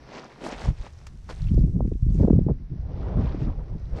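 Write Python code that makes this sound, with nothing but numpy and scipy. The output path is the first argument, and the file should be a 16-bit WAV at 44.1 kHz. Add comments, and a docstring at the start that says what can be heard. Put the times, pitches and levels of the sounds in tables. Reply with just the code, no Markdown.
"""Footsteps on a gravel lakeshore: someone lunges, shuffles and walks off, close to a low microphone.
Each push of a shoe sets off a shower of grains and sand, and loose pebbles click against each other.
Gusts rumble, flutter and pop on the microphone. The lake hisses throughout, and near the end
small waves wash in, their crests lapping over in bubbles."""
import sys
import numpy as np
from scipy import signal
from scipy.fft import rfft, irfft, next_fast_len
from scipy.io import wavfile
from scipy.ndimage import map_coordinates

SR = 44100
rng = np.random.default_rng(int(sys.argv[2]) if len(sys.argv) > 2 else 0)


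def master(y):
    """Save y as 16-bit WAV."""
    cut = np.clip(np.atleast_2d(y).T, -1, 1)
    pcm = np.round(cut * 32767)  # scale
    wavfile.write(sys.argv[1], SR, pcm.astype(np.int16))


N = 176400
TOP_HZ = 15100

# Tone of the lake's hiss, its fizz, the wind's rumble and buffeting, the air, the gravel and the wash.
# Each row: frequency in Hz, relative level in dB.
LAKE_TONE = [(150, 2.5), (400, 8), (1000, 1), (2000, -3.5), (3100, -11.5), (5900, -10), (7500, -46.5),
             (13000, -100)]
FIZZ_TONE = [(3000, -5), (4800, -6), (5800, -0.5), (6800, -6.5), (8500, -8.5), (10000, -13), (12500, -24.5),
             (14500, -32)]
RUMBLE_TONE = [(10, -16), (25, -1), (45, 2.5), (70, -1.5), (115, -8.5), (160, -15), (260, -43.5),
               (500, -81.5), (2000, -150)]
BUFFET_TONE = [(60, -28), (130, 7), (230, -1.5), (320, -10.5), (450, -22), (700, -37.5), (1200, -51),
               (2500, -89), (6000, -150)]
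AIR_TONE = [(6000, -21), (9000, -2), (12500, -0.5), (14500, -29.5), (16000, -41.5)]
GRAVEL_TONE = [(60, -14), (200, 7), (600, 4.5), (1000, -0.5), (1500, -6), (2200, -8), (3200, -14),
               (5300, -18.5), (8500, -30), (11000, -45), (13500, -53.5), (15000, -63)]
WASH_TONE = [(60, 1.5), (250, 6.5), (550, 2), (900, -11.5), (1400, -18), (2200, -24.5), (3500, -28.5),
             (5800, -50), (7500, -69), (14000, -88)]
# Fader rides for the water and wind beds. Each row: time in seconds, level in dB.
LAKE_RIDE = [(0, -54.5), (.95, -61), (1.2, -65.5), (1.8, -74), (2.3, -62.5), (2.65, -65), (3.1, -58),
             (3.7, -63), (4, -56.5)]
FIZZ_RIDE = [(0, -76), (.3, -72), (1.2, -70.5), (1.55, -65.5), (1.8, -72), (2.2, -71), (2.55, -86.5),
             (2.85, -92), (3.2, -86), (4, -76.5)]
RUMBLE_RIDE = [(0.0, -50), (0.27, -65), (0.6, -41), (0.69, -23), (0.78, -42.5), (0.8, -28.5), (0.85, -46),
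               (1.36, -38.5), (1.43, -22), (1.61, -15.5), (1.63, -21.5), (1.96, -24.5), (1.98, -38.5),
               (2.04, -18.5), (2.52, -30), (2.55, -32), (2.66, -38), (2.73, -30), (3.01, -31),
               (3.22, -21.5), (3.42, -34.5), (3.48, -20.5), (3.54, -34.5), (3.58, -26), (3.68, -40),
               (3.75, -20), (3.8, -33), (3.91, -34.5), (3.94, -21), (4.0, -45)]
BUFFET_RIDE = [(0, -51), (.36, -56), (.46, -57.5), (.6, -55), (.66, -30.5), (.71, -40), (.745, -68),
               (.95, -60), (1.25, -53.5), (1.39, -51.5), (1.44, -42), (1.53, -37), (1.61, -28.5),
               (1.72, -32), (1.79, -23), (1.94, -44.5), (1.98, -53.5), (2.04, -45), (2.12, -26), (2.3, -26),
               (2.38, -23), (2.43, -31), (2.51, -18), (2.535, -39), (2.58, -38), (2.68, -50), (2.74, -32.5),
               (2.83, -48.5), (2.92, -37), (3.07, -40), (3.2, -25), (3.3, -37.5), (3.42, -34), (3.49, -33),
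               (3.53, -46.5), (3.59, -34.5), (3.65, -66), (3.75, -43), (3.8, -47), (3.9, -48), (3.96, -39),
               (4, -52)]
# Shoes in gravel. Each row: time of full force, rise, hold and 60 dB decay in seconds, level in dB,
# treble tilt in dB per octave, treble cutoff in Hz.
SHOE_PUSHES = [(0.166, 0.066, 0.019, 0.29, -40.5, 1.95, 6760), (0.235, 0.015, 0.019, 0.86, -51.5, 1, 6360),
               (0.32, 0.012, .008, 0.43, -65.5, 6, 6940), (0.457, 0.047, 0.047, 0.081, -37.5, -2.5, 14000),
               (0.464, 0.036, 0.025, 0.079, -49, 9, 15000), (.643, 0.011, 0.009, 0.13, -48.5, -5, 13000),
               (0.524, 0.015, 0.011, 0.15, -37.5, 2, 8450), (0.623, 0.055, 0.038, 0.16, -41, 3.5, 12000),
               (0.685, 0.016, 0.0099, .1, -47.5, 1.5, 9000), (0.82, 0.069, 0.048, 0.2, -52.5, 4.5, 10000),
               (0.86, 0.013, 0.016, 0.033, -50, -1.5, 11000), (0.947, 0.027, 0.084, 0.95, -67, 9, 7900),
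               (1.069, 0.0019, 0.0011, 0.031, -42, 8, 16000),
               (1.294, 0.0036, 0.019, 0.052, -38.5, 2, 19000), (1.327, 0.063, 0.076, 0.93, -55.5, 6, 12300),
               (2.14, 0.0343, .02, 0.54, -65.5, 12, 9100), (2.21, 0.048, 0.019, 0.41, -60.5, 4.5, 8040),
               (3.027, 0.097, .02, .3, -55.5, 3, 5570), (3.24, 0.047, 0.02, 0.94, -47, 3, 5300),
               (3.427, 0.031, .012, 0.11, -51, 2.5, 6400), (3.98, 0.03, .04, .3, -48, 2.5, 9000)]
# Pebbles knocking. Each row: start in seconds, peak in dB, pitch in Hz.
PEBBLE_KNOCKS = [(.089, -42, 1200), (.119, -36.5, 825), (0.237, -38, 1150), (0.243, -44.5, 5000),
                 (.319, -42.5, 2000), (0.36, -41.5, 1150), (.465, -23.5, 720), (.866, -37, 850),
                 (0.926, -57, 7450), (.989, -51.5, 5570), (1.395, -50, 2100), (1.418, -42, 4200),
                 (1.441, -46, 3580), (1.469, -45.5, 2530), (1.484, -44, 2800), (1.491, -48, 3450),
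                 (1.543, -49.5, 4500), (1.592, -50, 4400), (1.64, -54, 2350), (1.874, -52.5, 2200),
                 (1.874, -59, 4800), (1.935, -54, 2820), (1.98, -63, 6440), (2.1, -55, 4070),
                 (2.125, -54, 6400), (2.144, -49.5, 6500), (2.157, -52, 6760), (2.216, -48.5, 5200),
                 (2.232, -53.5, 5000), (2.362, -57, 5550), (2.437, -60.5, 5600), (3.031, -39.5, 1170),
                 (3.066, -36, 750), (3.43, -51.5, 5200), (3.594, -43.5, 1010), (3.781, -58, 4130),
                 (3.796, -57, 5200), (3.855, -55, 4000)]
# Eddies on the microphone. Each row: centre time and half-length in seconds, peak in dB, cutoff in Hz.
EDDY_SLAPS = [(0.656, 0.0033, -19.5, 120), (0.684, 0.0022, -12.5, 155), (0.711, 0.011, -22.5, 168),
              (1.515, 0.0084, -9.5, 142), (1.544, 0.0057, -17, 225), (1.589, 0.0019, -10, 195),
              (1.639, 0.0031, -8.5, 167), (1.758, 0.0017, -14.5, 151), (1.79, 0.0021, -18, 201),
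              (1.805, 0.0039, -25.5, 314), (1.853, 0.0074, -18.5, 256), (1.92, 0.0052, -19, 267),
              (2.026, 0.001, -13, 140), (2.152, 0.0047, -16.5, 211), (2.202, 0.0088, -21.5, 486),
              (2.211, 0.0046, -9.5, 216), (2.233, 0.0098, -15, 433), (2.247, 0.0035, -5.5, 230),
              (2.278, 0.0063, -15, 423), (2.302, 0.0039, -19, 590), (2.306, 0.0051, -5, 276),
              (2.332, 0.003, -10, 260), (2.352, 0.011, -11, 191), (2.381, 0.0026, -10, 225),
              (2.413, 0.0067, -14, 148.5), (2.467, 0.0041, -11.5, 217), (2.497, 0.014, -16, 453),
              (2.514, 0.0014, -11.5, 166), (3.348, 0.003, -21, 279), (3.475, 0.009, -19.5, 187),
              (3.756, 0.011, -25.5, 244)]
# Single pushes of air. Each row: centre time in seconds, peak in dB, centre frequency in Hz.
AIR_PUSHES = [(1.579, -16.5, 245), (1.65, -18.5, 172), (1.8072, -18, 425), (1.879, -20, 175),
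              (1.956, -27.5, 180), (2.067, -19.5, 150), (2.251, -21, 390), (2.284, -13.5, 290),
              (2.391, -14, 260), (2.487, -21.5, 440)]
# Small waves. Each row: crest time, rise, hold and 60 dB decay in seconds, level in dB.
WAVE_SWELLS = [(2.911, 0.14, .03, 0.17, -52), (3.121, 0.16, 0.096, 0.94, -37),
               (3.479, 0.062, 0.024, 0.37, -47), (3.613, 0.041, 0.023, 0.22, -53),
               (3.69, 0.035, 0.031, 0.91, -51.5), (3.99, 0.059, .04, .5, -37.5)]
# Lapping crests. Each row: crest time, rise, hold and 60 dB decay in seconds, level in dB,
# bubble pitch in Hz.
CREST_LAPS = [(3.09, .03, 0.042, 0.26, -43, 814), (3.24, 0.09, .04, 0.5, -49, 1257),
              (3.426, 0.018, .015, .15, -59, 1700), (3.48, 0.028, .02, 0.24, -47.5, 1050),
              (3.605, .02, 0.013, 0.14, -51.5, 880)]


def amp(db):
    """Decibels to gain."""
    return 10 ** (np.asarray(db) / 20)


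def unit(x):
    """Scale to rms 1."""
    return x / np.sqrt(np.mean(x ** 2) + 1e-20)


def clock():
    """Time of every sample."""
    return np.arange(N) / SR


def fader(ride):
    """Gain per sample from (s, dB) points."""
    return amp(np.interp(clock(), *np.transpose(ride)))


def wobble(rate):
    """A smooth random curve, rate knots a second."""
    return map_coordinates(rng.standard_normal(1000), [clock() * rate], mode="wrap")


def filtered(x, response):
    """EQ x with a gain given as a function of Hz."""
    size = next_fast_len(len(x) + 8192)
    return irfft(rfft(x, size) * response(np.fft.rfftfreq(size, 1 / SR) + 1), size)[:len(x)]


def coloured(x, tone):
    """EQ x with a tone table, at rms 1."""
    freqs, db = np.transpose(tone)
    return unit(filtered(x, lambda hz: amp(np.interp(np.log(hz), np.log(freqs + 1), db))))


def grains(per_s, spread_db):
    """Random tiny impacts, a few much larger than the rest."""
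    hits = rng.random(N) < per_s / SR
    size = np.minimum(rng.exponential(size=N), 4)
    return unit(hits * rng.choice([-1, 1], N) * amp(spread_db * size))


def swell(s, rise, hold, t60):
    """Rise to full force at s, hold, then die away."""
    t = clock() - s
    return np.exp(-(np.minimum(t, 0) / rise) ** 2) * amp(-60 * np.maximum(t - hold, 0) / t60)


def lake():
    """The water bed: a flickering, grainy hiss with a fine fizz on top."""
    hiss = coloured(rng.standard_normal(N) + 0.5 * grains(300, 4.8), LAKE_TONE)
    fizz = coloured(rng.standard_normal(N) + 0.6 * grains(400, 4.6), FIZZ_TONE)
    return hiss * fader(LAKE_RIDE) * amp(wobble(21)) + fizz * fader(FIZZ_RIDE)


def turbulence(tone, even_s):
    """Low noise whose strength stays even over spans longer than even_s."""
    noise = coloured(rng.standard_normal(N), tone)
    power = filtered(noise ** 2, lambda hz: np.exp(-(hz * even_s) ** 2))
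    return unit(noise / np.sqrt(np.abs(power) + 0.036))


def gusts(flutter_db=4.5):
    """Wind on the microphone: slow pressure swings rumble, faster turbulence buffets."""
    rumble = turbulence(RUMBLE_TONE, even_s=0.2)
    buffet = unit(turbulence(BUFFET_TONE, even_s=0.051) * amp(flutter_db * wobble(45)))
    return rumble * fader(RUMBLE_RIDE) + buffet * fader(BUFFET_RIDE)


def air(db=-92):
    """A faint, steady high hiss."""
    return amp(db) * coloured(rng.standard_normal(N), AIR_TONE)


def gravel(sizes=14):
    """Stones of many sizes, each size ticking in its own band of pitch."""
    stones = np.zeros(N)
    for band in range(1, sizes + 1):
        ticks = grains(per_s=260, spread_db=3)
        stones += filtered(ticks, lambda hz: np.exp(-(sizes * np.sqrt(hz / TOP_HZ) - band) ** 2))
    return unit(stones)


def footsteps(sand_db=-3, flicker_db=0.7):
    """Each push of a shoe sets off a shower of gravel grains and sliding sand."""
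    crunch = coloured(gravel() + amp(sand_db) * rng.standard_normal(N), GRAVEL_TONE)
    crunch *= amp(flicker_db * wobble(90))
    out = np.zeros(N)
    for s, rise, hold, t60, db, tilt_db, cutoff_hz in SHOE_PUSHES:
        eq = lambda hz: amp(tilt_db * np.log2(1 + hz / 900)) / np.hypot(1, (hz / cutoff_hz) ** 4)
        out += amp(db) * swell(s, rise, hold, t60) * unit(filtered(crunch, eq))
    return out


def pebbles(t60=0.014, attack_s=0.0011, crack_db=-9.5, ring_octaves=0.36):
    """Stone on stone: a crack and a very short ring."""
    out, t = np.zeros(N + SR), np.arange(SR // 10) / SR
    envelope = amp(-60 * t / t60) * (1 - np.exp(-t / attack_s))
    for s, db, pitch_hz in PEBBLE_KNOCKS:
        noise = rng.standard_normal(len(t))
        ring = unit(filtered(noise, lambda hz: np.exp(-(np.log2(hz / pitch_hz) / ring_octaves) ** 2)))
        crack = unit(filtered(noise, lambda hz: 1 / (1 + (hz / (1.5 * pitch_hz)) ** 6)))
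        click = (ring + amp(crack_db) * crack) * envelope
        out[round(s * SR):][:len(t)] += amp(db) * click / np.abs(click).max()
    return out[:N]


def eddies(push=0.15, low_cut_ratio=0.37):
    """Sharp eddies slap the microphone: dull puffs of noise with a little plain pressure push."""
    out, t = np.zeros(N), np.arange(-SR // 10, SR // 10) / SR
    for s, half_length, db, cutoff_hz in EDDY_SLAPS:
        puff = np.exp(-(t / half_length) ** 2) * (push + rng.standard_normal(len(t)))
        high_cut = signal.butter(4, cutoff_hz, fs=SR, output="sos")
        low_cut = signal.butter(2, low_cut_ratio * cutoff_hz, "high", fs=SR, output="sos")
        puff = signal.sosfilt(low_cut, signal.sosfilt(high_cut, puff))
        out[round(s * SR) - len(t) // 2:][:len(t)] += amp(db) * puff / np.abs(puff).max()
    return out


def pops():
    """Single pushes of air pop the microphone, each one swing of pressure."""
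    out = np.zeros(N)
    for s, db, centre_hz in AIR_PUSHES:
        phase = 2 * np.pi * centre_hz * (clock() - s)
        out += amp(db) * phase * np.exp((1 - phase ** 2) / 2)
    return out


def bubbles(per_s, centre_hz, spread_octaves=0.498, ring_cycles=5.4):
    """Short rising plops; bigger bubbles ring lower, louder and longer."""
    count, t = int(per_s * N / SR), np.arange(1500) / SR
    onset, force = rng.random((2, count, 1))
    hz = centre_hz * 2 ** (spread_octaves * np.clip(rng.standard_normal((count, 1)), -2, 2))
    age = hz * t / ring_cycles
    gain = (1 + 2 * force ** 2) * centre_hz / hz
    envelope = np.exp(-2 * age) * (1 - np.exp(-10 * age))
    plops = gain * envelope * np.sin(2 * np.pi * hz * t * (1 + 0.049 * age))
    samples = (onset * N).astype(int) + np.arange(len(t))
    return unit(np.bincount(samples.ravel(), plops.ravel(), N)[:N])


def waves(bubble_db=-4, flicker_db=0.31):
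    """Small waves break in a grainy, bubbly wash."""
    wash = coloured(grains(1500, 2.9) + 0.4 * rng.standard_normal(N), WASH_TONE)
    wash = unit(wash + amp(bubble_db) * bubbles(per_s=380, centre_hz=693))
    wash *= amp(flicker_db * wobble(24.9))
    return wash * sum(amp(db) * swell(s, rise, hold, t60) for s, rise, hold, t60, db in WAVE_SWELLS)


def splashes():
    """Each crest laps over in a burst of bubbles."""
    return sum(amp(db) * swell(s, rise, hold, t60) * bubbles(per_s=250, centre_hz=hz)
               for s, rise, hold, t60, db, hz in CREST_LAPS)


def scene():
    """The mono mix: beds of water, wind and air under the spot sounds."""
    beds = lake() + gusts() + air()
    return (beds + footsteps() + pebbles() + eddies() + pops() + waves() + splashes())[None]


def record(dry):
    """A steep high cut takes off the very top."""
    return signal.sosfilt(signal.ellip(10, .1, 90, TOP_HZ, fs=SR, output="sos"), dry)


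dry = scene()
out = record(dry)
master(out)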